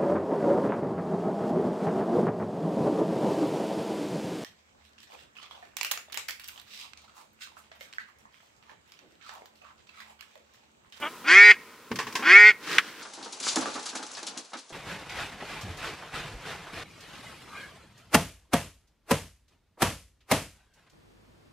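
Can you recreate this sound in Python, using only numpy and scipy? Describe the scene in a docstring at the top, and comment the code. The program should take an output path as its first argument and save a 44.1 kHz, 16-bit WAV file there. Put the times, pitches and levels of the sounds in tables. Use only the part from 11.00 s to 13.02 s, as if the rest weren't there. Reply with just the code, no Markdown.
"""Duck call on a still lake

A duck call blown close by gives a soft grunt and two reedy quacks. Its vibrating reed is a harmonic
source shaped by resonances: each quack starts as a low rasp, climbs to a clear nasal tone and breaks
off roughly. Between and after the quacks a hollow object is handled nearby: a bump, scuffs, a rustle
and a sharp knock. Near things and the shore reflect the calls over a faint outdoor hush."""
import sys
import numpy as np
from scipy import signal
from scipy.fft import rfft, irfft, next_fast_len
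from scipy.io import wavfile

SR = 44100
rng = np.random.default_rng(int(sys.argv[2]) if len(sys.argv) > 2 else 0)


def to_wav(sig):
    """Store sig (one row per channel, or 1-D mono) as 16-bit WAV at the path in sys.argv[1].

    Samples outside -1..1 are clipped; the rate is SR.
    """
    pcm = np.clip(np.atleast_2d(sig), -1, 1) * 32767
    pcm = np.round(pcm).astype(np.int16)
    wavfile.write(sys.argv[1], SR, pcm.T)  # frames by channels


N = 89302
TIME = np.arange(N) / SR
FFT_SIZE = 2 * next_fast_len(N * 5 // 8, True)
FREQS = np.maximum(np.fft.rfftfreq(FFT_SIZE, 1 / SR), 1)
FADE_S = 0.0018

# Fundamental of each quack, which climbs, levels off, lifts and drops: t/s, f/Hz
QUACK_PITCHES = [
    [(.241, 120.6), (.275, 153.1), (.335, 184.2), (.38, 200.3), (.45, 207.9), (.495, 207.4), (.511, 212.5),
     (.53, 184.6)],
    [(1.223, 122.4), (1.272, 163.2), (1.335, 193.8), (1.385, 206.9), (1.445, 208.6), (1.47, 212.9),
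     (1.5, 212.2), (1.52, 196)],
]
# Per quack: release t/s, source level/dB, swell depth/dB, swell time/s, closing rasp t/s, treble/dB
QUACKS = [(0.51, -12, 24, 0.037, 0.499, 3.5), (1.493, -11.5, 16.5, 0.046, 1.488, -0.5)]
# Resonance curve of the quacks: f/Hz, level/dB
QUACK_RESPONSE = [(200, -24), (380, -17), (520, -24), (850, -25), (1100, -26), (1850, -16.5), (2200, -10),
                  (2520, -10), (2750, -17), (3400, -21), (3750, -29.5), (4800, -26), (5400, -33.5),
                  (6800, -38), (9200, -47.5), (11500, -71)]
def quack(pitch_curve, release_s, level_db, swell_db, swell_s, rough_from_s, treble_db):
    """Source-filter voicing: rasp is jitter, shimmer and a puff of noise at each reed pulse."""
    open_db, clear_db, close_db = -12, -27, -6  # rasp at the start, middle and end
    release_db_per_s, shimmer_db = 801.5, 9
    age = np.maximum(TIME - pitch_curve[0][0], 0)
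    released = np.maximum(TIME - release_s, 0)
    soft_db = swell_db * np.exp(-(age / swell_s) ** 2)
    envelope = np.minimum(age / FADE_S, 1) * from_db(level_db - soft_db - release_db_per_s * released)
    opening = np.exp(-(age / 0.12) ** 4)
    closing = np.clip((TIME - rough_from_s) / 0.017, 0, 1)
    rasp = from_db(clear_db + (open_db - clear_db) * opening + (close_db - clear_db) * closing)
    jitter = (0.0004 + 0.017 * rasp * (1 + closing)) * drift(130)
    cycles = np.cumsum(in_time(pitch_curve)[0] * (1 + jitter)) / SR
    on, tone = envelope > 1e-4, np.zeros(N)
    tone[on] = reed(cycles[on], age[on], (opening + closing)[on], soft_db[on], treble_db)
    tone *= from_db(shimmer_db * rasp * np.tanh(drift(110)))
    voiced = interference(coloured(envelope * tone, QUACK_RESPONSE))
    puffs = np.exp(-3.5 * (2 * cycles % 1)) * rng.standard_normal(N)  # two pulses per cycle
    hiss = unit_rms(interference(coloured(puffs, QUACK_RESPONSE, db_per_octave=2)))
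    return high_pass(voiced + envelope * rasp * hiss, hz=140)


# Harmonics that the reed stresses or weakens: harmonic number, level/dB
REED_HARMONICS = [(1, -18), (3, -13.5), (6, 10), (7, 12.5), (8, 6), (9, 17), (10, 12), (11, 14), (13, 2),
                  (15, -6), (22, -10)]
def reed(cycles, age, strain, soft_db, treble_db):
    """Periodic vibration gives a harmonic series; random phase modulation makes its top hoarse."""
    levels = np.array([dict(REED_HARMONICS).get(k, 0) for k in range(64)])
    phases = np.angle(minimum_phase(levels))
    slow, fast = np.linspace(0, .4, 12), np.linspace(0, .4, 60)
    tone = 0
    for k in range(1, len(levels)):
        waver, shake = [np.interp(age, t, rng.standard_normal(len(t))) for t in (slow, fast)]
        high = min(k / 25, 1) ** 2
        clear_db = -6 * (k > 12 and k % 2 == 0) * (1 - strain)
        strain_db = 3.5 * (12 <= k <= 16) * strain
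        dark_db = .5 * soft_db * ((k == 2) - high)  # darker while still soft
        flicker_db = (0.96 + 5 * high) * waver
        gain = from_db(levels[k] + clear_db + strain_db + dark_db + high * treble_db + flicker_db)
        hoarseness = high * (rng.standard_normal() + 0.76 * (1 + 2 * strain) * shake)
        tone += gain * np.cos(2 * np.pi * k * cycles + phases[k] + hoarseness)
    return tone


# Fixed dips from a nearby reflection: f/Hz, depth/dB
REFLECTION_NOTCHES = [(650, 8), (915, 15), (1260, 13), (1715, 17), (2040, 9), (2325, 11), (2680, 15),
                      (3060, 7), (4070, 16)]
def interference(x, width_hz=44.2):
    """Destructive interference: climbing harmonics fade and return as they cross the notches."""
    dips_db = sum(depth * np.exp(-((FREQS - hz) / width_hz) ** 2) for hz, depth in REFLECTION_NOTCHES)
    return filtered(x, minimum_phase(-dips_db))


# Course of the grunt: t/s, half the pulse rate f/Hz, level/dB
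GRUNT_CONTOUR = [(.008, 145.2, -48.5), (.028, 148.7, -29), (.05, 145, -30), (.075, 160.3, -31.5),
                 (.098, 167, -51.5)]
# Resonance curve of the grunt: f/Hz, level/dB
GRUNT_RESPONSE = [(120, -41), (320, -9.5), (560, -6.5), (760, -5), (1200, 2), (1900, -7.5), (2300, -3.5),
                  (2600, -10.5), (3100, -1.5), (4300, -37.5), (7000, -36.5), (14000, -69)]
def grunt():
    """A jittered pulse train and noise excite broad resonances in one short, low call."""
    half_rate, level_db = in_time(GRUNT_CONTOUR)
    pulse_count = np.floor(2 * np.cumsum(half_rate * (1 + 0.0054 * drift(170))) / SR)
    pulses = np.diff(pulse_count, prepend=0)
    source = unit_rms(pulses - pulses.mean()) + from_db(-4) * rng.standard_normal(N)
    inside_s = np.minimum(TIME - GRUNT_CONTOUR[0][0], GRUNT_CONTOUR[-1][0] - TIME)
    gate = np.clip(inside_s / FADE_S + 1, 0, 1)
    return unit_rms(coloured(source, GRUNT_RESPONSE)) * from_db(level_db) * gate


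# A hard knock made of three contacts in quick succession: t/s, energy level/dB
KNOCK_CONTACTS = [(1.783, 6.5), (1.785, 8), (1.786, -13)]
# Response of the struck object: f/Hz, level/dB
KNOCK_RESPONSE = [(88, -62), (150, -24), (348, -22.5), (805, -21), (1290, -1.5), (1760, 1.5), (3100, -5.5),
                  (4080, -16.5), (11300, -31), (16000, -46)]
def knock():
    """Impact: each contact sounds the object's impulse response, and a dense ring dies away."""
    impulses = np.zeros(N)
    for start, db in KNOCK_CONTACTS:
        impulses[int(start * SR)] += from_db(db)
    response_norm = np.linalg.norm(coloured(signal.unit_impulse(N), KNOCK_RESPONSE))
    clicks = coloured(impulses, KNOCK_RESPONSE) / response_norm
    ring = unit_rms(coloured(stereo_noise(), KNOCK_RESPONSE)) * burst(KNOCK_CONTACTS[0][0], t60=0.061)
    return from_left(clicks) + from_db(-11) * ring


# Scuffs on the object: t/s, level/dB, T60/s, tilt/(dB per octave)
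SCUFF_STROKES = [(0.915, -25, 0.065, 0.5), (0.957, -31, 0.092, 5), (.988, -26, 0.21, 3),
                 (1.068, -34.5, 0.18, 2), (1.125, -38, 0.086, 7), (1.153, -23, 0.14, 4.5),
                 (1.193, -35.5, 0.39, 0.5)]
# Spectral envelope of a scuff: f/Hz, level/dB
SCUFF_SPECTRUM = [(59, -46), (100, -33), (210, 1), (424, 0), (583, -10.5), (1060, -1.5), (1250, -23.5),
                  (1550, -2.5), (3120, -12), (4110, -18), (5420, -16.5), (16000, -46.5)]
def scuffs(friction):
    """Brief sliding contacts release bursts of friction noise, each with its own brightness."""
    return sum(from_db(db) * burst(start, t60) * unit_rms(coloured(friction, SCUFF_SPECTRUM, tilt))
               for start, db, t60, tilt in SCUFF_STROKES)


# Spectral envelope of the bump: f/Hz, level/dB
BUMP_SPECTRUM = [(40, -61), (100, -0.5), (230, -3.5), (480, -10), (700, -23), (2000, -35.5)]
def bump(friction):
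    """Damped vibration: a dull, low noise rises softly and decays exponentially."""
    envelope = from_db(-33) * burst(.904, t60=0.57, attack_s=0.011)
    return envelope * unit_rms(coloured(friction, BUMP_SPECTRUM))


# Swell of the rustle: t/s, level/dB
RUSTLE_LEVELS = [(0, -56), (.2, -54.5), (.88, -58), (1.58, -61), (1.64, -42), (1.72, -29.5), (1.765, -30),
                 (1.81, -43.5), (1.88, -42), (1.94, -47.5), (2.02, -43)]
# Spectral envelope of the rustle: f/Hz, level/dB
RUSTLE_SPECTRUM = [(35, -64), (60, -39), (189, -2.5), (233, -25), (281, 3), (371, -0.5), (682, -10.5),
                   (1470, 1), (5330, -9), (16000, -29.5)]
def rustle():
    """Random amplitude modulation gives grain to a handling noise that swells before the knock."""
    grains = stereo_noise() * from_db(1.6 * drift(390))
    return from_db(in_time(RUSTLE_LEVELS)[0]) * unit_rms(coloured(grains, RUSTLE_SPECTRUM))


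# Modes of the hollow object: f/Hz, bandwidth/Hz, gain
BODY_MODES = [(233, 46, 1.64), (438, 60, 0.7), (1165, 133, 3.1)]
def hollow_body(x):
    """Resonance: each mode adds its ring to the excitation."""
    return x + sum(gain * signal.lfilter(*signal.iirpeak(hz, hz / width, fs=SR), x)
                   for hz, width, gain in BODY_MODES)


def reflections(x, level_db, t60):
    """Diffuse reverberation: convolution with exponentially decaying noise."""
    response = stereo_noise() * burst(0, t60)
    response /= np.linalg.norm(response[0])
    return from_db(level_db) * signal.fftconvolve(x[None], response, axes=1)[:, :N]


# Course of the outdoor hush: t/s, level/dB
AIR_LEVELS = [(0, -44), (.6, -51), (.86, -53), (1.2, -44), (1.58, -51)]
# Spectral envelope of the hush: f/Hz, level/dB
AIR_SPECTRUM = [(18, -68), (30, -19.5), (461, -7), (780, -15), (1040, -6), (1160, -29.5), (1250, -11),
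                (1760, -15), (16000, -24)]
def air():
    """Faint broadband ambient noise, tinted by the same modes as the handling."""
    hush = coloured(hollow_body(stereo_noise()), AIR_SPECTRUM)
    return from_db(in_time(AIR_LEVELS)[0]) * unit_rms(hush)


# Lag of the right channel: f/Hz, phase/rad
RIGHT_LAG = [(200, 0), (2000, 0.21), (5000, 0.57), (8500, 1.94)]
def from_left(x):
    """Path difference: sound from slightly to the left arrives later on the right."""
    return np.array([x, filtered(x, np.exp(-1j * spectrum(RIGHT_LAG)))])


# Likeness of left and right: f/Hz, coherence (0 to 1)
COHERENCE = [(100, 1), (1000, 0.98), (2500, 0.88), (5000, 0.4), (9000, 0), (14000, 0.2)]
def stereo_noise():
    """White noise with the coherence of a diffuse field: high in the bass, low in the treble."""
    alike = np.clip(spectrum(COHERENCE), 0, .999)
    mid, side = filtered(rng.standard_normal((2, FFT_SIZE)), np.sqrt([1 + alike, 1 - alike]))
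    return np.array([mid + side, mid - side])


def from_db(db):
    """Level to amplitude ratio."""
    return 10 ** (np.asarray(db) / 20)


def unit_rms(x):
    """Normalisation to unit power."""
    return x / np.sqrt(np.mean(x ** 2) + 1e-20)


def in_time(rows):
    """Linear interpolation of each column at every sample."""
    times, *columns = np.transpose(rows)
    return [np.interp(TIME, times, column) for column in columns]


def spectrum(points):
    """Interpolation at every bin on a log-frequency axis."""
    hz, values = np.transpose(points)
    return np.interp(np.log(FREQS), np.log(hz), values)


def minimum_phase(db):
    """Folding the cepstrum gives a causal response with these levels."""
    cepstrum = irfft(np.log(from_db(db)))
    half = len(cepstrum) // 2
    cepstrum[1:half] *= 2
    cepstrum[half + 1:] = 0
    return np.exp(rfft(cepstrum))


def filtered(x, response):
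    """Convolution as a product of spectra."""
    return irfft(rfft(x, FFT_SIZE) * response)[..., :N]


def coloured(x, curve, db_per_octave=0):
    """Minimum-phase filtering by a tilted level curve."""
    return filtered(x, minimum_phase(spectrum(curve) + db_per_octave * np.log2(FREQS)))


def high_pass(x, hz):
    """Second-order bass roll-off."""
    return signal.sosfilt(signal.butter(2, hz, "high", fs=SR, output="sos"), x)


def drift(hz):
    """Low-passed noise: a smooth fluctuation of unit rms."""
    pole = np.exp(-2 * np.pi * hz / SR)
    return unit_rms(signal.lfilter([1], [1, -2 * pole, pole * pole], rng.standard_normal(2 * N))[N:])


def burst(start, t60, attack_s=0.001):
    """Linear rise and exponential decay."""
    age = np.maximum(TIME - start, 0)
    return np.minimum(age / attack_s, 1) * from_db(-60 * age / t60)


def scene():
    """Superposition of the duck call, its reflections, the handling and the air."""
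    call = grunt() + sum(quack(pitch, *row) for pitch, row in zip(QUACK_PITCHES, QUACKS))
    near = reflections(call, level_db=-17, t60=0.051)
    shore = reflections(call, level_db=-32.5, t60=0.65)
    friction = hollow_body(stereo_noise())
    handling = scuffs(friction) + bump(friction) + rustle() + knock()
    return from_left(call) + near + shore + handling + air()


def record(dry):
    """Clipping at full scale, then band limiting of the deep bass and the top."""
    thinned = high_pass(np.clip(dry, -1, 1), hz=50)
    return signal.sosfiltfilt(signal.cheby2(14, 50, 16400, fs=SR, output="sos"), thinned)


dry = scene()
out = record(dry)
to_wav(out)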